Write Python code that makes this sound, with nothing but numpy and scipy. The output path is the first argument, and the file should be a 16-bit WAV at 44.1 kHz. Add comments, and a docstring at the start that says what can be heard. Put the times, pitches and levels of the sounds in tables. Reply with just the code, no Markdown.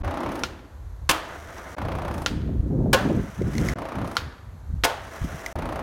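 """Skateboard ollies down outdoor stairs

A skateboarder jumps an outdoor stair set three times and starts a fourth run; the sound drops out briefly.
Shaped noise makes the wheels' hum and knocks on tile joints, then their roll over gritty concrete.
Short noise bursts and ringing wood make the popping tail and the slamming board.
Delayed copies and fading noise answer from the steps, walls and canopy.
Gusts and lone eddies, also shaped noise, buffet the microphone over a faint distant murmur."""
import sys
import numpy as np
from scipy import signal
from scipy.fft import rfft, irfft
from scipy.io import wavfile
from scipy.ndimage import uniform_filter1d

SR = 44100
rng = np.random.default_rng(int(sys.argv[2]) if len(sys.argv) > 2 else 0)


def store_wav(level_fs):
    """Save 16-bit WAV to argv[1]."""
    pcm = np.round(np.clip(np.atleast_2d(level_fs), -1, 1) * 32767)
    wavfile.write(sys.argv[1], SR, pcm.T.astype(np.int16))


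N = 256662
TIME = np.arange(N) / SR
# Every level_db in the tables is relative: the function that plays it may add its own trim.
# Colour tables give the loudness of noise at each pitch, read between the rows.


def from_db(db):
    """Turn decibels into a gain."""
    return 10 ** (np.asarray(db) / 20)


def rms_one(x):
    """Scale to an average strength (rms) of 1."""
    return x / np.sqrt(np.mean(x ** 2) + 1e-20)


def at_hz(points, hz):
    """Read each column of a table at a pitch, on a log-frequency axis."""
    table_hz, *columns = np.transpose(points)
    return [np.interp(np.log(hz + 1e-9), np.log(table_hz), column) for column in columns]


def coloured(x, spectrum, size=8192):
    """Filter to a colour without sounding early (minimum phase); white noise keeps its power."""
    bins_hz = np.arange(size // 2 + 1) * SR / size
    gain = from_db(at_hz(spectrum, bins_hz)[0])
    # folding the cepstrum forward in time gives the minimum-phase filter
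    cepstrum = irfft(np.log(gain))
    cepstrum[1:size // 2] *= 2
    cepstrum[size // 2 + 1:] = 0
    response = irfft(np.exp(rfft(cepstrum)))
    return signal.oaconvolve(x, response / np.linalg.norm(response))[:N]


def steadied(x, window_s):
    """Even out the slow swells of a noise."""
    power = uniform_filter1d(x ** 2, max(int(window_s * SR), 2))
    return x / np.sqrt(power + 1e-12)


def noise():
    """White noise of spread 1."""
    return rng.standard_normal(N)


def drift(rate_hz):
    """Smooth random wander of rms 1, changing about rate_hz times a second."""
    step = 40      # made at a fortieth of the sample rate, then joined by straight lines
    r = np.exp(-2 * np.pi * step * rate_hz / SR)
    raw = rng.standard_normal(N // step + 2002)
    slow = signal.lfilter([1], [1, -2 * r, r * r], raw)[2000:]      # skip the filter's start
    return np.interp(np.arange(N) / step, np.arange(len(slow)), rms_one(slow))


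def burst(start_s, rise_s, fall_s):
    """Loudness curve that climbs to 1 after start_s, then dies away."""
    age = TIME - start_s
    out = np.zeros(N)
    live = (age > 0) & (age < rise_s + 10 * fall_s)
    rise = np.minimum(age[live] / rise_s, 1)
    out[live] = rise * np.exp(-np.maximum(age[live] - rise_s, 0) / fall_s)
    return out


def between(start_s, end_s, fade_s):
    """1 from start to end, with a short fade centred on each."""
    return np.clip(np.minimum(TIME - start_s, end_s - TIME) / fade_s + .5, 0, 1)


def ramp(start_s, length_s):
    """Climb from 0 to 1 and stay there."""
    return np.clip((TIME - start_s) / length_s, 0, 1)


def clicks(times_s, heights):
    """Blows one sample long."""
    out = np.zeros(N)
    places = np.round(np.asarray(times_s) * SR).astype(int)
    out[np.clip(places, 0, N - 1)] = heights
    return out


def ring(blows, hz, t60_s):
    """A unit blow sets a sine of height 1 ringing; it falls by 60 dB in t60_s."""
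    r, w = from_db(-60 / (t60_s * SR)), 2 * np.pi * hz / SR
    return signal.lfilter([0, np.sin(w)], [1, -2 * r * np.cos(w), r * r], blows + 1e-18)


# gusts, each with the time it reaches full strength and how long it holds
# columns: full_s, hold_s, rumble_level_db, buffet_level_db
GUST_TABLE = [(0.01, 0.057, -29, -35), (0.276, 0.023, -29, -35.5), (0.45, 0.025, -36.5, -49),
              (0.58, 0.024, -46, -54), (0.745, 0.2, -39.5, -61), (1.005, 0.058, -33.5, -47.5),
              (1.811, 0.41, -31, -35.5), (2.308, 0.094, -28, -28.5), (2.445, 0.23, -25, -28),
              (2.723, 0.21, -26.5, -21.5), (3.033, 0.15, -27, -21.5), (3.407, 0.077, -26.5, -25.5),
              (3.562, 0.13, -27, -23.5), (3.975, 0.071, -32, -29), (4.22, 0.045, -34, -41),
              (4.46, 0.13, -37, -46.5), (4.708, 0.064, -27, -40), (5.216, 0.12, -34, -42),
              (5.565, 0.096, -29.5, -34.5), (5.76, 0.06, -35, -43)]
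GUST_ATTACK_S, GUST_RELEASE_S = 0.046, 0.055
BREEZE_RUMBLE_DB, BREEZE_BUFFET_DB = -45.5, -58      # the light air between gusts


def gust_levels():
    """Gusts swell, hold and die away over a steady breeze; returns rumble and buffeting levels in dB."""
    power = from_db([[BREEZE_RUMBLE_DB], [BREEZE_BUFFET_DB]]) ** 2
    for full_s, hold_s, low_db, high_db in GUST_TABLE:
        swell = ramp(full_s - GUST_ATTACK_S, GUST_ATTACK_S)
        shape = swell * np.exp(-np.maximum(TIME - full_s - hold_s, 0) / GUST_RELEASE_S)
        power = power + (from_db([[low_db], [high_db]]) * shape) ** 2
    return 10 * np.log10(power)


# colour of the deep wind rumble
# columns: pitch_hz, level_db
WIND_COLOUR = [(12, -27), (25, -13), (50, 9), (80, 10.5), (105, 1.5), (160, -20.5), (400, -72.5)]


def wind(corner_hz=270, db_per_octave=19, steepness=3.26, rumble_db=-2.0, buffet_db=-1.5,
         lumps_db=1.5, flutter_db=3.0):
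    """Eddies at the microphone: a harder gust makes smaller eddies, so the buffeting reaches higher."""
    low_db, gust_db = gust_levels()
    lumps = lumps_db * drift(68)
    corner = corner_hz * 2 ** ((gust_db + lumps + 27.5) / db_per_octave)
    edges_hz = np.geomspace(98, 1700, 11)
    white = noise(), noise()      # neighbouring bands take turns, so they stay unrelated
    buffet = 0
    for k, band in enumerate(zip(edges_hz, edges_hz[1:])):
        band_filter = signal.butter(4, band, "band", fs=SR, output="sos")
        eddies = signal.sosfilt(band_filter, white[k % 2])
        height = np.sqrt(band[0] * band[1]) / corner      # band centre compared with the corner
        buffet = buffet + eddies / np.sqrt(height * (1 + height ** (2 * steepness)))
    buffet = steadied(buffet, 0.067) * from_db(gust_db + buffet_db + lumps)
    rumble_gain = from_db(low_db + rumble_db + flutter_db * drift(9.9))
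    rumble = rumble_gain * steadied(coloured(noise(), WIND_COLOUR), 0.051)
    return buffet + rumble


# colour of the faint sound from far off
# columns: pitch_hz, level_db
DISTANCE_COLOUR = [(30, -3.5), (200, -4), (650, -4.5), (1000, -5), (1600, -10.5), (2900, -23.5),
                   (4200, -20.5), (5100, -27), (6300, -22), (8000, -27), (10200, -30.5), (11300, -24),
                   (16000, -39)]


def distant_murmur(level_db=-55.0):
    """Steady coloured noise stands for everything far off."""
    return from_db(level_db) * coloured(noise(), DISTANCE_COLOUR)


# pace of each approach over the tiles
# columns: first_joint_s, joint_gap_s, crouch_s
PACES = [(0.043, 0.0318, 0.19), (1.7808, 0.0338, 2.005), (3.783, 0.0338, 3.937), (5.5515, 0.034, 5.9)]
# the crouch drives the board ahead: how long, and its share of the time between joints
CROUCH_S, CROUCH_GAP = 0.115, 0.895
# springing up, the rider holds back and unloads the board: slower joints, less hum and knock, sharper ticks
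SPRING_GAP = 1.16
SPRING_HUM_DB, SPRING_KNOCK_DB, SPRING_TICK_DB = -2, -5, 4.5
LIFT_S = 0.01      # no joints are struck in this last moment before the pop
JOINT_SCATTER_DB = 0.65      # no two joints are alike


def joints(pace, knock_db, tick_db, end_s, count=24):
    """Evenly spaced joints pass under a board that cruises, speeds up and slows: s, knock dB, tick dB."""
    s, gap_s, crouch_s = pace
    phases = [(1, 0, 0), (CROUCH_GAP, 0, 0), (SPRING_GAP, SPRING_KNOCK_DB, SPRING_TICK_DB)]
    rows = []
    for knock_luck, tick_luck in JOINT_SCATTER_DB * rng.standard_normal((count, 2)):
        phase = int(s > crouch_s) + int(s > crouch_s + CROUCH_S)
        stretch, heavier_db, sharper_db = phases[phase]
        if s < end_s:
            rows.append((s, knock_db + heavier_db + knock_luck, tick_db + sharper_db + tick_luck))
        s += gap_s * stretch
    return rows


# loudness of each approach
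# columns: hum_level_db, knock_level_db, tick_level_db
APPROACH_LEVELS = [(-29, -20, -51.5), (-32.5, -20.5, -51.5), (-32.5, -23, -53.5), (-31.5, -21, -50)]
# colour of wheels humming on tiles
# columns: pitch_hz, level_db
TILE_COLOUR = [(60, -32), (150, -5), (330, 6), (430, -9.5), (560, 2), (950, -5), (1500, -10), (2100, -16.5),
               (4000, -29.5), (6300, -35.5), (7700, -48), (10000, -74), (16000, -58)]
# colour of a wheel knocking over a joint
# columns: pitch_hz, level_db
KNOCK_COLOUR = [(200, -19.5), (450, -2), (650, 2), (1100, 0), (1600, -9.5), (2300, -14.5), (4000, -24),
                (8000, -50)]
# colour of the sharp tick at a joint, and of the scuff
# columns: pitch_hz, level_db
TICK_COLOUR = [(500, 2), (2000, 4.5), (4000, 2.5), (6000, 5.5), (7700, -2), (9200, 3.5), (12000, -1),
               (16000, -11)]


def run_up(hum_db=-4.0, knock_db=-7.5, tick_db=5.5, second_wheel_s=0.0054, second_wheel_db=-5.0,
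           scuff_db=-58.5):
    """Wheels hum on tiles; each joint knocks the board and ticks at two wheels; unloaded wheels scuff."""
    ends_s = [row[0] for row in TAIL_POPS] + [N / SR + LIFT_S]      # the last run has no pop
    load, unloaded, crossed = 0, 0, []
    for pace, levels, dropout, end_s in zip(PACES, APPROACH_LEVELS, DROPOUTS, ends_s):
        level_db, heavy_db, sharp_db = levels
        spring_s = pace[2] + CROUCH_S
        hum_gain = from_db(level_db + SPRING_HUM_DB * ramp(spring_s, .1))
        load = load + hum_gain * between(dropout[0], end_s, 0.042)
        unloaded = unloaded + between(spring_s, end_s, 0.02)
        crossed += joints(pace, heavy_db, sharp_db, end_s - LIFT_S)
    hum = from_db(hum_db) * load * coloured(noise(), TILE_COLOUR)

    rise_s = .002
    knocks = sum(from_db(db) * burst(s + rise_s / 2, rise_s, 0.0098) for s, db, _ in crossed)
    knocking = from_db(knock_db) * knocks * steadied(coloured(noise(), KNOCK_COLOUR), 0.0079)
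    ticks = 0
    for lag_s, wheel_db in ((rise_s / 2, 0), (second_wheel_s, second_wheel_db)):
        shape = sum(from_db(db + wheel_db + tick_db) * burst(s + lag_s, rise_s, 0.0041)
                    for s, _, db in crossed)
        ticks = ticks + noise() * shape
    scuff = from_db(scuff_db) * unloaded * noise()
    return hum + knocking + coloured(ticks + scuff, TICK_COLOUR)


# single reflections from the steps, the wall and the roof
# columns: delay_s, level_db
REFLECTIONS = [(.0075, -20.5), (.021, -20), (0.051, -24), (0.157, -30.5), (.214, -36)]


def slaps(x, dull_hz=4500):
    """A few flat surfaces each return one duller, later copy."""
    lowpass = signal.butter(2, min(dull_hz, SR / 3), fs=SR, output="sos")
    dull = signal.sosfilt(lowpass, x)
    return sum(from_db(db) * np.interp(TIME - delay_s, TIME, dull, left=0) for delay_s, db in REFLECTIONS)


# lingering echoes under the canopy; t60_s is the time to fall by 60 dB
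# columns: pitch_hz, level_db, t60_s
CANOPY_ECHOES = [(100, 1, 1.1), (1070, -10, 0.97), (3020, -11.5, 0.8), (6000, -15, 0.46), (14800, -5, 0.25)]
# lingering echoes of the steps and walls
# columns: pitch_hz, level_db, t60_s
WALL_ECHOES = [(101, -41, 0.32), (370, 1.5, 0.13), (700, 0.5, 0.52), (1400, -0.5, 0.42), (2200, -7, 0.49),
               (3200, -6.5, 0.48), (6040, -10.5, 0.37), (15000, -14, 0.26)]


def echoes(x, table, build_s, count=16):
    """A moving board varies every reflection, so only energy lingers: fresh noise follows it by band."""
    edges_hz = np.geomspace(100, 18000, count + 1)
    white = noise(), noise()
    out, build = 0, np.exp(-1 / (build_s * SR))
    for k, band in enumerate(zip(edges_hz, edges_hz[1:])):
        db, t60_s = at_hz(table, np.sqrt(band[0] * band[1]))
        band_filter = signal.butter(2, band, "band", fs=SR, output="sos")
        keep = from_db(-60 / (t60_s * SR)) ** 2      # share of the energy left after one sample
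        power = signal.sosfilt(band_filter, x + 1e-9 * white[0]) ** 2
        energy = signal.lfilter([(1 - keep) * (1 - build)], np.poly([keep, build]), power)
        wash = rms_one(signal.sosfilt(band_filter, white[k % 2]))
        out = out + from_db(db) * np.sqrt(np.abs(energy)) * wash
    return out


# the tail striking the tiles; the pitch is that of a short ping in the crack
# columns: start_s, level_db, pitch_hz
TAIL_POPS = [(0.4355, -7.5, 3405), (2.2614, -5, 3800), (4.1680, -5.5, 4250)]
# colour of the crack
# columns: pitch_hz, level_db
CRACK_COLOUR = [(300, -30), (900, 4), (1300, 3), (1900, 1.5), (3500, 3), (5500, -3.5), (6800, -8.5),
                (7900, -15.5), (12000, -19.5), (16000, -28)]
# ways the free tail rings; t60_s is the time to fall by 60 dB
# columns: pitch_hz, level_db, t60_s
TAIL_MODES = [(507, -30, 0.19), (1160, -20, 0.034), (1391, -11, 0.048), (1505, -32, 0.063),
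              (2140, -33, 0.018), (3110, -17, 0.035), (4170, -26, 0.046)]


def pops(scatter_db=-21.5, crack_db=-5.5, ping_db=-3.0, wood_db=0.0, second_db=-11.5, second_hz=5600):
    """The tail cracks, strikes again a millisecond later and rings; near surfaces scatter the crack.

    Returns the crack and the wood ring."""
    s, db, _ = np.transpose(TAIL_POPS)
    strike = sum(from_db(d + crack_db) * burst(t, 0.0003, 0.00056) for t, d, _ in TAIL_POPS)
    scatter = sum(from_db(d + scatter_db) * burst(t, 0.0011, 0.017) for t, d, _ in TAIL_POPS)
    crack = (strike + scatter) * steadied(coloured(noise(), CRACK_COLOUR), 0.0014)
    ping = sum(ring(clicks([t], from_db(d + ping_db)), hz, 0.0047) for t, d, hz in TAIL_POPS)
    second_strike = ring(clicks(s + 0.001017, from_db(db + second_db)), second_hz, 0.0089)
    blows = clicks(s, from_db(db + wood_db))
    wood = 0
    for k, (hz, level_db, t60_s) in enumerate(TAIL_MODES):
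        wood = wood + from_db(level_db) * ring(blows, hz, t60_s) * (-1) ** k
    contact = signal.butter(4, 7500, fs=SR, output="sos")      # wood is too soft to pass the very top
    return crack + signal.sosfilt(contact, ping + second_strike), wood


# wheels, deck and feet slamming down; the pitch rings most; thud and crunch add to the level
# columns: start_s, level_db, pitch_hz, thud_db, crunch_db
CONTACTS = [(1.0915, -17, 1070, 8, 1.5), (1.0942, -8, 1700, -3.5, -0.5), (1.1005, -10, 1550, -6, -3),
            (1.1060, -28, 1016, 7, 4.5), (1.1115, -16, 770, 2.5, 3.5), (2.9301, -19.5, 1030, 2.5, 9),
            (2.9325, -9.5, 1640, 0.5, -4.5), (2.9368, -13.5, 1060, 2.5, -11), (2.9435, -12, 560, -3, -6.5),
            (2.9490, -28, 543, 2, -18), (4.8365, -10.5, 1340, 3.5, -5.5), (4.8427, -9.5, 780, -8, -2.5),
            (4.8481, -18.5, 540, 6, -5), (4.8506, -10.5, 857, -11, -3.5)]
# colour of the thud
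# columns: pitch_hz, level_db
THUD_COLOUR = [(50, -5), (150, -11), (380, -19.5), (520, -0.5), (1000, 3), (1700, 1), (2200, -0.5),
               (3300, 0.5), (5000, -8.5), (16000, -113)]
# colour of the crushed grit
# columns: pitch_hz, level_db
CRUNCH_COLOUR = [(800, 9), (2500, 2), (4000, 0), (6000, 5.5), (8000, 0), (11000, -2.5), (16000, -9)]
# ways the loaded deck and trucks ring; t60_s is the time to fall by 60 dB
# columns: pitch_hz, level_db, t60_s
DECK_MODES = [(317, 9, 0.27), (521, 13, 0.07), (691, -0.5, 0.27), (708, -14, 0.051), (894, 0, 0.2),
              (1066, 5.5, 0.2), (1300, -1, 0.11), (1464, -0.5, 0.25), (1688, 9, 0.055), (2140, -15, 0.0326),
              (2756, 4, 0.2), (3495, 19, 0.016)]


def landings(thud_db=-7.0, crunch_db=-5.0, ring_db=-7.5, focus_octaves=0.26, other_modes=0.12):
    """A quick volley of contacts thuds, crushes grit and rings the deck. Returns crash and wood ring."""
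    s, db, ring_hz, heavy_db, bright_db = np.transpose(CONTACTS)
    thud = sum(from_db(d) * burst(t, 0.0001, 0.006) for t, d in zip(s, db + heavy_db))
    crunch = sum(from_db(d) * burst(t, 0.00021, 0.0051) for t, d in zip(s, db + bright_db))
    crash = from_db(thud_db) * thud * steadied(coloured(noise(), THUD_COLOUR), 0.0084)
    crash += coloured(from_db(crunch_db) * crunch * noise(), CRUNCH_COLOUR)
    wood = 0
    for hz, level_db, t60_s in DECK_MODES:
        # the point of contact favours the modes near its own pitch
        octaves_off = np.log2(hz / ring_hz)
        share = other_modes + np.exp(-(octaves_off / focus_octaves) ** 2)
        arrival_s = s + rng.random(len(s)) / hz      # bending waves reach each mode within one cycle
        heights = from_db(db + level_db + ring_db) * share * .5
        wood = wood + ring(clicks(arrival_s, heights), hz, t60_s)
    return crash, wood


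# rolling away, then leaning into a turn, which changes both levels by the last two columns
# columns: rumble_level_db, grit_level_db, turn_start_s, turn_rumble_db, turn_grit_db
ROLLS = [(-42, -60.5, 1.2, -1, 4.5), (-46.5, -57, 3.477, 7.5, 12), (-43, -59.5, 5.01, 0.5, 7)]
# colour of the board shaking on concrete
# columns: pitch_hz, level_db
CONCRETE_COLOUR = [(80, -4.5), (330, 3), (430, 1.5), (660, 7), (800, 0), (1500, 2), (2050, -3), (2500, -15),
                   (4000, -17.5), (16000, -70)]
# colour of sand under the wheels
# columns: pitch_hz, level_db
GRIT_COLOUR = [(800, -31), (2000, 7.5), (3100, 4.5), (4400, -5), (5900, 6), (7500, -1.5), (11000, -4.5),
               (16000, -9.5)]
LEAN_S = 0.15      # time to lean fully into the turn


def roll_out(rumble_db=1.5, grit_db=2.5, grains_per_s=3500, spread_db=3.0):
    """Rough concrete shakes the board while sand grains crackle, louder in the turn."""
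    rumble, grit = 0, 0
    for roll, pop, dropout in zip(ROLLS, TAIL_POPS, DROPOUTS[1:]):
        low_db, high_db, turn_s, low_gain_db, high_gain_db = roll
        touchdown_s = min(row[0] for row in CONTACTS if row[0] > pop[0])
        lean = ramp(turn_s, LEAN_S)
        rolling = between(touchdown_s + 0.057, dropout[0] + 0.016, 0.006)
        rumble = rumble + from_db(low_db + low_gain_db * lean) * rolling
        grit = grit + from_db(high_db + high_gain_db * lean) * rolling
    shake = rumble * from_db(rumble_db + 1.9 * drift(11.3)) * noise()

    sizes = from_db(spread_db * np.minimum(rng.exponential(1, N), 5)) * rng.choice([-1, 1], N)
    grains = sizes * (rng.random(N) < grains_per_s / SR)
    sand = rms_one(rms_one(grains) + 0.4 * noise())
    crackle = from_db(grit_db + 1.2 * drift(37)) * grit * sand
    return coloured(shake, CONCRETE_COLOUR) + coloured(crackle, GRIT_COLOUR)


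# stones snapping under the wheels
# columns: start_s, level_db
STONE_HITS = [(1.5823, -28), (1.707, -50), (3.4186, -26.5), (3.5358, -25), (3.552, -23), (3.5806, -13.5),
              (3.686, -14), (3.6956, -19), (5.4618, -14)]
# colour of a snap
# columns: pitch_hz, level_db
SNAP_COLOUR = [(800, -0.5), (1600, -11), (2050, 16), (2600, -2.5), (3100, -5), (4400, -4.5), (5900, -1),
               (8000, -11.5), (16000, -19)]


def stones(level_db=-9.0):
    """Each stone snaps under a wheel as a very short burst of noise."""
    snaps = sum(from_db(db + level_db) * burst(s, 0.00047, 0.0027) for s, db in STONE_HITS)
    return coloured(snaps * noise(), SNAP_COLOUR)


# single eddies bursting on the microphone; the edge, before scaling, sets how high each reaches
# columns: start_s, level_db, upper_edge_hz
EDDIES = [(1.82, -20.5, 133), (2.487, -27, 505), (2.705, -31, 657), (2.801, -27, 640), (2.857, -24, 674),
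          (3.097, -21.5, 616), (3.41, -19.5, 418), (4.732, -28, 200), (5.208, -17, 112.7),
          (5.24, -22.5, 234), (5.342, -26, 170)]


def puffs(fall_s=0.014, level_db=-2.5, reach=1.11):
    """A lone eddy is a brief lump of pressure; the smaller it is, the higher it reaches."""
    out, white = 0, noise()
    for s, db, edge_hz in EDDIES:
        band_filter = signal.butter(5, [50, reach * edge_hz], "band", fs=SR, output="sos")
        lump = steadied(signal.sosfilt(band_filter, white), 0.054)
        out = out + from_db(db + level_db) * burst(s, 2 / edge_hz, fall_s) * lump
    return out


def scene():
    """The stage lies under the canopy; the landing is in the open, beside the steps and walls."""
    air = wind() + distant_murmur()
    rolling = run_up()
    crack, tail = pops()
    crash, deck = landings()
    direct = rolling + crack + tail + crash + deck + roll_out() + stones()
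    under_roof = from_db(-2.0) * (crack + tail) + from_db(0.5) * rolling + from_db(-9.5) * crash
    roof = echoes(under_roof, CANOPY_ECHOES, 0.0057)
    walls = echoes(from_db(-2.5) * crash + from_db(-5.0) * deck, WALL_ECHOES, 0.0054)
    return (direct + slaps(direct) + roof + walls + air + puffs())[None]


# brief moments when the sound drops out
# columns: start_s, end_s
DROPOUTS = [(0.022, 0.034), (1.751, 1.767), (3.737, 3.757), (5.528, 5.556)]
CUTOFF_HZ = 16000


def record(dry):
    """The highest peaks are rounded, the sound drops by 50 dB in each dropout, and the top is cut."""
    top = .8      # the rounded peaks never pass this height
    rounded = dry / (1 + (dry / top) ** 4) ** .25
    silent = np.clip(sum(between(start_s, end_s, 0.0032) for start_s, end_s in DROPOUTS), 0, 1)
    heard = rounded * (1 - silent * (1 - from_db(-50)))
    lowpass = signal.ellip(10, .2, 80, CUTOFF_HZ, fs=SR, output="sos")
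    return signal.sosfilt(lowpass, heard)


dry = scene()
out = record(dry)
store_wav(out)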